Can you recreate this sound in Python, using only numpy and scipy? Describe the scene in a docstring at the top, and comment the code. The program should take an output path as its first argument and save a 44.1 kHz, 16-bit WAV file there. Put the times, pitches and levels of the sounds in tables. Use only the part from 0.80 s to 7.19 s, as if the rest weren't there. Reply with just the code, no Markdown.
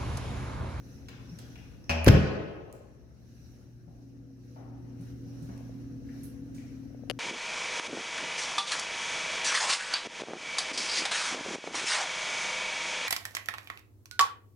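"""A hollow closet door latches and thuds shut in a bare, hard-walled flat; the rooms ring for a second.
Metal and panel are dying tones, cracks are noise bursts, and the rooms are fading noise tails.
A walker with a hand-held two-port recorder then steps into the kitchen, where a fridge hums louder:
steady tones, wavering tones and narrow noise. Shoes tick and thump softly as filtered noise and low tones,
clothes rustle as swelling noise, and fingers pop and click on the recorder's case as short rings."""
import sys
import numpy as np
from scipy import signal
from scipy.fft import rfft, irfft, next_fast_len
from scipy.io import wavfile
from scipy.ndimage import uniform_filter1d

SR = 44100
rng = np.random.default_rng(int(sys.argv[2]) if len(sys.argv) > 2 else 0)


def elevation(decibels):
    """Turn decibel levels (scalar or array-like) into linear amplitude ratios."""
    levels = np.asarray(decibels, float)
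    return 10 ** (levels / 20)


def waveform_to_disk(signal):
    """Save audio, clipped to [-1, 1], as 16-bit WAV at the path in sys.argv[1]."""
    frames = np.transpose(np.atleast_2d(signal))
    scaled = np.clip(frames, -1, 1) * 32767
    samples = np.round(scaled).astype(np.int16)
    wavfile.write(sys.argv[1], SR, samples)


N = 281799  # length in samples

# Levels in the tables are relative: each layer is scaled again where it is mixed.
# low rumble, middle room air and high rustle, as spectra: pitch_hz, level_db (per Hz)
RUMBLE_SPECTRUM = [(15, -28), (30, -25.5), (62, 2.5), (90, -2.5), (120, -2), (170, -4.5), (230, -6.5),
                   (320, -10.5), (420, -20), (700, -33), (1500, -74.5)]
MIDS_SPECTRUM = [(250, -12.5), (450, 6.5), (700, -0.5), (1000, -10.5), (1600, -5.5), (2300, -14),
                 (3300, -18.5), (5000, -32)]
RUSTLE_SPECTRUM = [(1470, -30.5), (2500, -7.5), (2810, -5.5), (3320, -15.5), (3980, -3), (4740, -7),
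                   (5820, 2), (7260, -15.5), (9490, -15.5), (10900, -10.5), (15100, -16), (16000, -22),
                   (16500, -38)]
RUMBLE_DB, MIDS_DB, RUSTLE_DB = -50.5, -65.5, -72.5  # resting levels
# the background sinks after the thud and comes back
LULL_RUMBLE_DB, LULL_MIDS_DB, LULL_RUSTLE_DB = -4.5, -6.5, -4
LULL_FROM_S, LULL_UNTIL_S, RETURN_S = 1.5, 3.74, 0.45
# clothes swishing as the walker turns and strides: middle_s, length_s, lift_db (in full for the rustle)
SWISHES = [(0.122, 0.45, 7.5), (0.66, 1, 8), (2.647, 0.82, 8.5), (3.219, 0.34, 3), (3.722, 0.41, 6),
           (4.27, 0.24, 6.5), (4.655, 0.98, 6.5), (5.05, 0.5, 2), (5.405, 0.47, 9), (5.863, 0.63, 4.5)]
SWISH_IN_MIDS, SWISH_IN_RUMBLE = 0.47, 0.13  # share of a swish's dB that reaches the lower layers

# fridge heard from the walker's path: time_s, hum_db, drone_db
FRIDGE_PATH = [(0.0, -52, -59.5), (0.63, -49, -56), (1.05, -60.5, -64.5), (2.3, -58.5, -80),
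               (2.5, -55.5, -59.5), (3.0, -50, -64.5), (3.35, -51, -50.5), (3.6, -49.5, -55),
               (4.0, -43, -48), (4.87, -43.5, -46.5), (5.3, -47, -43.5), (6.0, -48.5, -44),
               (6.39, -46.5, -49)]
# bearing of the fridge as the walker turns: time_s, left_over_right_db
FRIDGE_PAN = [(0, -2.5), (2.5, -1.5), (4.0, -1), (5.1, -5), (5.7, -1.5), (6.39, 4)]
# steady mains tones: pitch_hz, level_db
HUM_TONES = [(120.3, -2.5), (240.6, -19.5), (360.9, -19), (481.2, -41)]
# fan noise in narrow cabinet resonances: pitch_hz, width_hz, level_db
DRONE_BANDS = [(165, 14, -6.5), (235.7, 25, -9), (269.7, 31, -1), (296.6, 3.3, -8), (490, 16, -15)]
# wavering fan tones: pitch_hz, level_db
FAN_TONES = [(236, -8.5), (270.5, -2), (486, -27.5)]

# fingers shifting on the case near the left port: start_s, level_db, snap_db (over the case ring)
FINGERS = [(3.505, -55, -17), (4.806, -44, -34), (4.892, -44.5, -54), (6.103, -50, -38),
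           (6.145, -41.5, -30), (6.192, -48, -25), (6.234, -40, -33), (6.275, -46, -35),
           (6.2988, -25.5, 8.5), (6.3041, -31.5, 8), (6.3108, -31.5, 8.5)]
# hollow ring of the case, then the sharp snap of the skin: pitch_hz, level_db, t60_s
CASE_RING = [(325, -3.5, 0.01), (512, 5, 0.015), (720, -1, 0.0087)]
SNAP_RING = [(1000, -5.5, 0.0036), (1790, -3, 0.003), (2940, -2.5, 0.0067), (4650, -3.5, 0.0039),
             (7000, -4, 0.00093), (11000, -11.5, 0.0053)]
CASE_LAG_S = 0.0014  # the shell answers just after the snap

# shoes and floor ticking: start_s, level_db, pitch_hz, width_hz, scrape_s (time to fall 30 dB)
TICKS = [(.258, -56.5, 3150, 1500, 0.0055), (.285, -42, 2320, 7000, 0.031), (0.493, -51, 5470, 202, 0.03),
         (0.587, -44, 5160, 9700, 0.027), (0.7561, -45, 2100, 2450, 0.015),
         (1.041, -50.5, 5600, 1000, 0.0065), (1.927, -41, 11000, 8560, 0.0025),
         (3.079, -58, 600, 502, 0.02), (3.759, -53, 600, 660, 0.18), (4.208, -63, 9700, 5160, 0.12),
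         (4.622, -61.5, 8000, 7950, 0.2), (4.69, -50.5, 600, 1620, 0.047),
         (4.777, -47.5, 7000, 8100, 0.0033), (5.289, -52.5, 1860, 940, 0.013),
         (5.433, -46, 11000, 3880, 0.088), (5.745, -56, 6500, 7000, 0.19), (5.78, -57.5, 2200, 900, 0.041)]
# soft heel thumps: start_s, level_db, pitch_hz
STEPS = [(0.486, -40.5, 168), (3.038, -46, 169), (4.169, -40, 172), (4.59, -37, 159), (4.659, -38, 195.5),
         (5.709, -44, 149)]

# how long the rooms ring: pitch_hz, t60_s
ROOM_T60 = [(60, 1.2), (200, 0.82), (500, 1.396), (1000, 1.4), (2000, 1.08), (3100, 1.07), (5000, 0.82),
            (8000, 0.7), (12000, 0.27)]
# tone of the room tails as they begin: pitch_hz, level_db
ROOM_COLOUR = [(40, -19.5), (80, -9.5), (130, -6), (250, -1.5), (400, 5.5), (1000, 2), (3000, 1),
               (6000, -2), (9000, -8.5), (15000, 2)]
# left-right likeness of noise, then of the room tails: pitch_hz, likeness (0 unlike, 1 the same)
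NOISE_LIKENESS = [(60, 0.51), (130, 0.67), (290, .8), (640, 0.21), (1400, 0.014), (15000, .01)]
ROOM_LIKENESS = [(60, .8), (130, 1), (290, 0.43), (640, 0.17), (1400, .02), (15000, .01)]
# colour of the left port over the right, for the walker's side, then the door's side: pitch_hz, balance_db
WALKER_PORTS = [(60, 8), (110, 1), (200, 3.5), (380, 2), (700, 3.5), (1290, 6), (2380, 7.5), (4400, -2.5),
                (8120, -7.5), (15000, 2)]
DOOR_PORTS = [(60, -1), (110, 4.5), (200, -0.5), (380, 1), (700, 4.5), (1290, 0.5), (2380, 3.5),
              (4400, -2.5), (8120, -5.5), (15000, -1)]

# wood and frame cracking as they meet: start_s, level_db, rise_s, t60_s
CRACKS = [(1.0946, -31.5, 0.0018, 0.22), (1.256, -47.5, 0.0032, 0.45), (1.261, -27, 0.0029, 0.13),
          (1.2793, -18, 0.00037, 0.036), (1.284, -12.5, .001, 0.024)]
# tone of a crack: pitch_hz, level_db (per Hz)
CRACK_SPECTRUM = [(300, -5), (700, -2.5), (1200, 1.5), (1800, 3.5), (2600, -6), (3150, -1.5), (3600, -9),
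                  (5300, -5.5), (6500, -13), (7800, -19.5), (11000, -22.5), (15500, -31.5)]
# latch tongue and strike plate meeting: start_s, level_db, brightness_db
LATCH_HITS = [(1.0944, -12, -26), (1.1003, -12.5, -33.5), (1.1052, -18, -18), (1.111, -14.5, -23),
              (1.117, -22.5, -20.5), (1.2448, -22, 6), (1.2715, -27.5, 7), (1.2802, -11.5, -2.5)]
# rings of the latch, then of its smaller, brighter parts: pitch_hz, level_db, t60_s
LATCH_RING = [(723, -8, 0.016), (2520, -0.5, 0.0094), (2910, -3.5, 0.0022), (3980, -21, 0.0055),
              (5600, -6.5, 0.0025)]
LATCH_BRIGHT_RING = [(7160, -6.5, .0015), (11000, -1.5, 0.0039), (14300, 1.5, .0012)]
# the door still free on its hinges, knocked by the latch and stopped by the frame: pitch_hz, level_db, t60_s
FREE_DOOR_RING = [(80.4, -28, 2.4), (150, -35.5, 0.32), (172, -37, .4), (240, -32, 0.57), (394, -42.5, 0.4),
                  (568, -39.5, 0.51), (737, -41.5, 0.08)]
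FREE_FROM_S, FREE_UNTIL_S = 1.096, 1.3
# panel pushed against its frame and springing back: start_s, level_db, contact_ms, direction (1 or -1)
BLOWS = [(1.2652, -10, 4.2, 1), (1.2699, -14, 3, -1), (1.273, -2, 1.996, -1), (1.276, 0.5, 6., 1),
         (1.2913, -10, 4.5, -1), (1.326, -10.5, 3.36, 1), (1.348, -10.5, 3.64, -1), (1.372, -15.5, 2.62, 1)]
# door shut in its frame, with the closet air: pitch_hz, level_db, t60_s
PANEL_RING = [(45, -17.5, 0.54), (55, -12.5, 0.27), (79.6, -9.5, 0.49), (103, 1, 0.09), (119.6, -4.5, 0.24),
              (138.24, -5, 0.72), (159.65, -10, 0.77), (184, -12, 0.45), (207.2, -4, 0.53),
              (241, -7.5, 0.2), (317, -13, 0.32), (360.5, -14, 0.21), (453, -24.5, 0.21), (501, -19, 0.15),
              (600, -16, 0.23), (920, -28, .1)]


def evened(x):
    """Scales to rms 1."""
    return x / np.sqrt(np.mean(x ** 2) + 1e-20)


def read(points, hz):
    """Reads a spectrum on a log-frequency axis."""
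    f, value = np.transpose(points)
    return np.interp(np.log(hz + 1), np.log(f + 1), value)


def add(mix, s, sound):
    """Mixes a sound in at time s."""
    part = mix[round(s * SR):][:len(sound)]
    part += sound[:len(part)]


def curves(rows):
    """Turns each dB column into a gain at every sample."""
    s, *columns = np.transpose(rows)
    return [elevation(np.interp(np.arange(N) / SR, s, column)) for column in columns]


def ring(modes, size):
    """Dying tones after one tap; neighbouring tones start in opposite directions."""
    t = np.arange(size) / SR
    out = np.zeros(size)
    for k, (hz, db, t60) in enumerate(modes):
        out += (-1) ** k * elevation(db - 60 * t / t60) * np.sin(2 * np.pi * hz * t)
    return out


def resonate(x, hz, width):
    """A resonance built from two poles around hz, with a gain of about 1 at its peak."""
    pole = np.exp((2j * np.pi * hz - np.pi * width) / SR)
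    return 2 * signal.lfilter([1 - abs(pole)], [1, -pole], x).real


def noise(shape_db, size, length, patchy_db, likeness=NOISE_LIKENESS):
    """Two ports of random short-time spectra; shape_db(hz, t) sets the level, drifting patches roughen it."""
    hz = np.fft.rfftfreq(size, 1 / SR)[:, None]
    t = np.arange(4 * length // size + 5) * size / 4 / SR
    a, b, c, d, patches = rng.standard_normal((len(t), len(hz), 5)).T
    patches = uniform_filter1d(uniform_filter1d(patches, size=9, axis=0), size=9, axis=1)
    same = np.clip(read(likeness, hz), -1, 1)
    left = a + 1j * b
    right = same * left + np.sqrt(1 - same ** 2) * (c + 1j * d)
    spectra = np.array([left, right]) * elevation(shape_db(hz, t) + patchy_db * evened(patches))
    sound = signal.istft(spectra, nperseg=size, noverlap=size * 3 // 4)[1]
    return evened(sound[:, :length])


def ports(x, balance):
    """The recorder's body shades each port differently by frequency and direction."""
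    size = next_fast_len(N + 4096)
    tilt = read(balance, np.fft.rfftfreq(size, 1 / SR)) / 2  # half to each port
    return irfft(rfft(x, size) * elevation(np.array([tilt, -tilt])), size)[:, :N]


def apart(x):
    """Paths to the two ports differ by a fraction of a millisecond."""
    return np.array([np.roll(x, shift=26), np.roll(x, shift=6)])  # in samples


def air():
    """Rumble, room air and rustle sink together in the lull and lift with each swish."""
    t = np.arange(N) / SR
    lull_times = [LULL_FROM_S, LULL_FROM_S + 0.1, LULL_UNTIL_S, LULL_UNTIL_S + RETURN_S]
    lull = np.interp(t, lull_times, [0, 1, 1, 0])
    swish_db = np.zeros(N)
    for middle, length, db in SWISHES:
        swish_db += db * np.cos(np.pi * np.clip((t - middle) / length, -0.5, 0.5)) ** 2
    rumble = noise(lambda hz, t: read(RUMBLE_SPECTRUM, hz), size=2048, length=N, patchy_db=0.0)
    mids = noise(lambda hz, t: read(MIDS_SPECTRUM, hz), size=1024, length=N, patchy_db=2.0)
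    rustle = noise(lambda hz, t: read(RUSTLE_SPECTRUM, hz), size=512, length=N, patchy_db=1.5)
    return (elevation(RUMBLE_DB + LULL_RUMBLE_DB * lull + SWISH_IN_RUMBLE * swish_db) * rumble
            + elevation(MIDS_DB + LULL_MIDS_DB * lull + SWISH_IN_MIDS * swish_db) * mids
            + elevation(RUSTLE_DB + LULL_RUSTLE_DB * lull + swish_db) * rustle)


def fridge():
    """Steady mains tones from the compressor; a fan sings unsteadily, with noise in narrow cabinet resonances."""
    hum_gain, drone_gain = curves(FRIDGE_PATH)
    t = np.arange(N) / SR
    hum = np.zeros((2, N))
    for hz, db in HUM_TONES:
        cycles = hz * t + rng.random((2, 1)) * 0.11  # each port starts at a slightly different point
        hum += elevation(db) * np.sqrt(2) * np.sin(2 * np.pi * cycles)

    shared, own = rng.standard_normal(N), rng.standard_normal((2, N))
    drone = np.zeros((2, N))
    for hz, width, db in DRONE_BANDS:
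        band = resonate(resonate(shared + 0.96 * own, hz, width), hz, width)
        drone += elevation(db) * evened(band)

    waver = uniform_filter1d(uniform_filter1d(rng.standard_normal(N), size=2000), size=2000)
    wavering_time = np.cumsum(1 + 0.0119 * evened(waver)) / SR  # pitch strays by about 1.2 % rms
    song = np.zeros(N)
    for hz, db in FAN_TONES:
        song += elevation(db) * np.sqrt(2) * np.sin(2 * np.pi * hz * wavering_time)

    pan_db = np.interp(t, *np.transpose(FRIDGE_PAN)) / 2
    fan = elevation(-6.0) * drone + elevation(-1.0) * song
    return elevation(np.array([pan_db, -pan_db])) * (hum_gain * hum + drone_gain * fan)


def fingers():
    """Skin slips knock the case, heard dry and mostly on the left."""
    out = np.zeros(N)
    for s, db, snap_db in FINGERS:
        add(out, s + CASE_LAG_S, elevation(db) * ring(CASE_RING, size=2000))
        add(out, s, elevation(db + snap_db) * ring(SNAP_RING, size=2000))
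    return out * elevation(np.array([[3.0], [-11.0]]))  # left, right


def shoes():
    """Ticks are a click and a scrape of noise in one resonance; thumps are short soft low tones."""
    ticks, thumps, t = np.zeros(N), np.zeros(N), np.arange(8000) / SR
    for s, db, hz, width, scrape in TICKS:
        grit = rng.standard_normal(len(t))
        burst = np.append(3.0, grit[1:]) * elevation(-30 * t / scrape)  # the first sample is the click
        level = np.std(resonate(resonate(grit, hz, width), hz, width))  # evens out the resonances
        add(ticks, s, elevation(db) / level * resonate(resonate(burst, hz, width), hz, width))
    t = t[:4000]
    swell = signal.windows.hann(len(t)) ** 3
    for s, db, hz in STEPS:
        add(thumps, s, elevation(db) * swell * np.sin(2 * np.pi * hz * t))
    return ticks, thumps


def room(x, count=3):
    """Diffuse tails, each band dying at its own speed; successive hits reach different tails, as from other spots."""
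    out, turn = np.zeros((2, N)), np.arange(N) / SR * 55
    t_tail = np.arange(2 * SR) / SR
    for k in range(count):
        tail = noise(lambda hz, t: read(ROOM_COLOUR, hz) - 60 * t / read(ROOM_T60, hz), size=512,
                     length=2 * SR, patchy_db=-2, likeness=ROOM_LIKENESS)
        tail *= np.clip(t_tail / 0.0011 - 0.4, 0, 1) / np.sqrt(2 * SR)  # a short wait, then a quick rise
        share = 1
        if count > 1:
            share = np.sqrt(2 / count) * np.cos(np.pi * (turn + k / count))  # squares sum to one
        out += signal.fftconvolve((x * share)[None], tail, axes=1)[:, :N]
    return out


def cracks():
    """Splintery noise bursts, differing between the ports; the walls return smooth clicks of the same colour."""
    out, clicks, t = np.zeros((2, N)), np.zeros(N), np.arange(8192) / SR
    click = np.fft.fftshift(irfft(elevation(read(CRACK_SPECTRUM, np.fft.rfftfreq(256, 1 / SR)))))
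    for s, db, rise, t60 in CRACKS:
        shape = elevation(db - 60 * t / t60) * (1 - np.exp(-t / rise))
        grit = noise(lambda hz, t: read(CRACK_SPECTRUM, hz), size=256, length=len(t), patchy_db=-1.6)
        add(out.T, s, (grit * shape).T)
        # the click that feeds the rooms carries the energy of the burst's envelope
        add(clicks, s, click * np.linalg.norm(shape) / np.linalg.norm(click))
    return out, clicks


def latch():
    """Short metal rings, the small parts brighter."""
    out = np.zeros(N)
    for s, db, bright_db in LATCH_HITS:
        bright = elevation(bright_db) * ring(LATCH_BRIGHT_RING, size=2000)
        add(out, s, elevation(db) * (ring(LATCH_RING, size=2000) + bright))
    return out


def free_door():
    """The hanging door hums after the latch knocks it, until the frame stops it."""
    out, t = np.zeros(N), np.arange(round((FREE_UNTIL_S - FREE_FROM_S) * SR)) / SR
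    stop = np.clip((t[-1] - t) / 0.0079, 0, 1)  # fades over the last 7.9 ms
    add(out, FREE_FROM_S, ring(FREE_DOOR_RING, size=len(t)) * stop)
    return out


def panel():
    """Smooth pushes ring the panel and shove the air directly; a longer contact is duller."""
    force = np.zeros(N)
    for s, db, ms, direction in BLOWS:
        contact = ms * SR / 1000  # in samples
        u = np.arange(round(contact)) / contact
        # dividing by the contact keeps the push's area the same for any length
        add(force, s, direction * elevation(db) * np.sin(np.pi * u) ** 2 / contact)
    ringing = signal.fftconvolve(force, ring(PANEL_RING, size=2 * SR))[:N]
    return elevation(-3.5) * ringing + elevation(42.0) * force


def scene():
    """Door, steps and fridge in the bare rooms."""
    background = air() + fridge()
    ticks, thumps = shoes()
    walker = apart(elevation(-4.0) * ticks) + thumps + room(elevation(-2.5) * ticks) + fingers()
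    crack, clicks = cracks()
    metal = latch()
    wood = panel() + free_door()
    door = apart(elevation(-4.0) * metal + elevation(-5.5) * clicks) + crack + wood
    door += room(elevation(-5.0) * metal)
    door += room(elevation(-7.0) * wood + elevation(-4.5) * clicks, count=1)
    return ports(door, DOOR_PORTS) + ports(walker + background, WALKER_PORTS)


def roll_off(x):
    """The treble ends steeply here."""
    return signal.sosfilt(signal.butter(12, 16820, fs=SR, output="sos"), x)


def record(dry):
    """The recorder drops the deepest bass and rounds off the loudest peaks."""
    heard = signal.lfilter(*signal.butter(2, 30, "high", fs=SR), dry)
    heard = heard / (1 + abs(heard / 0.98) ** 6) ** (1 / 6)  # peaks bend smoothly below 0.98
    return roll_off(heard)


dry = scene()
out = record(dry)
waveform_to_disk(out)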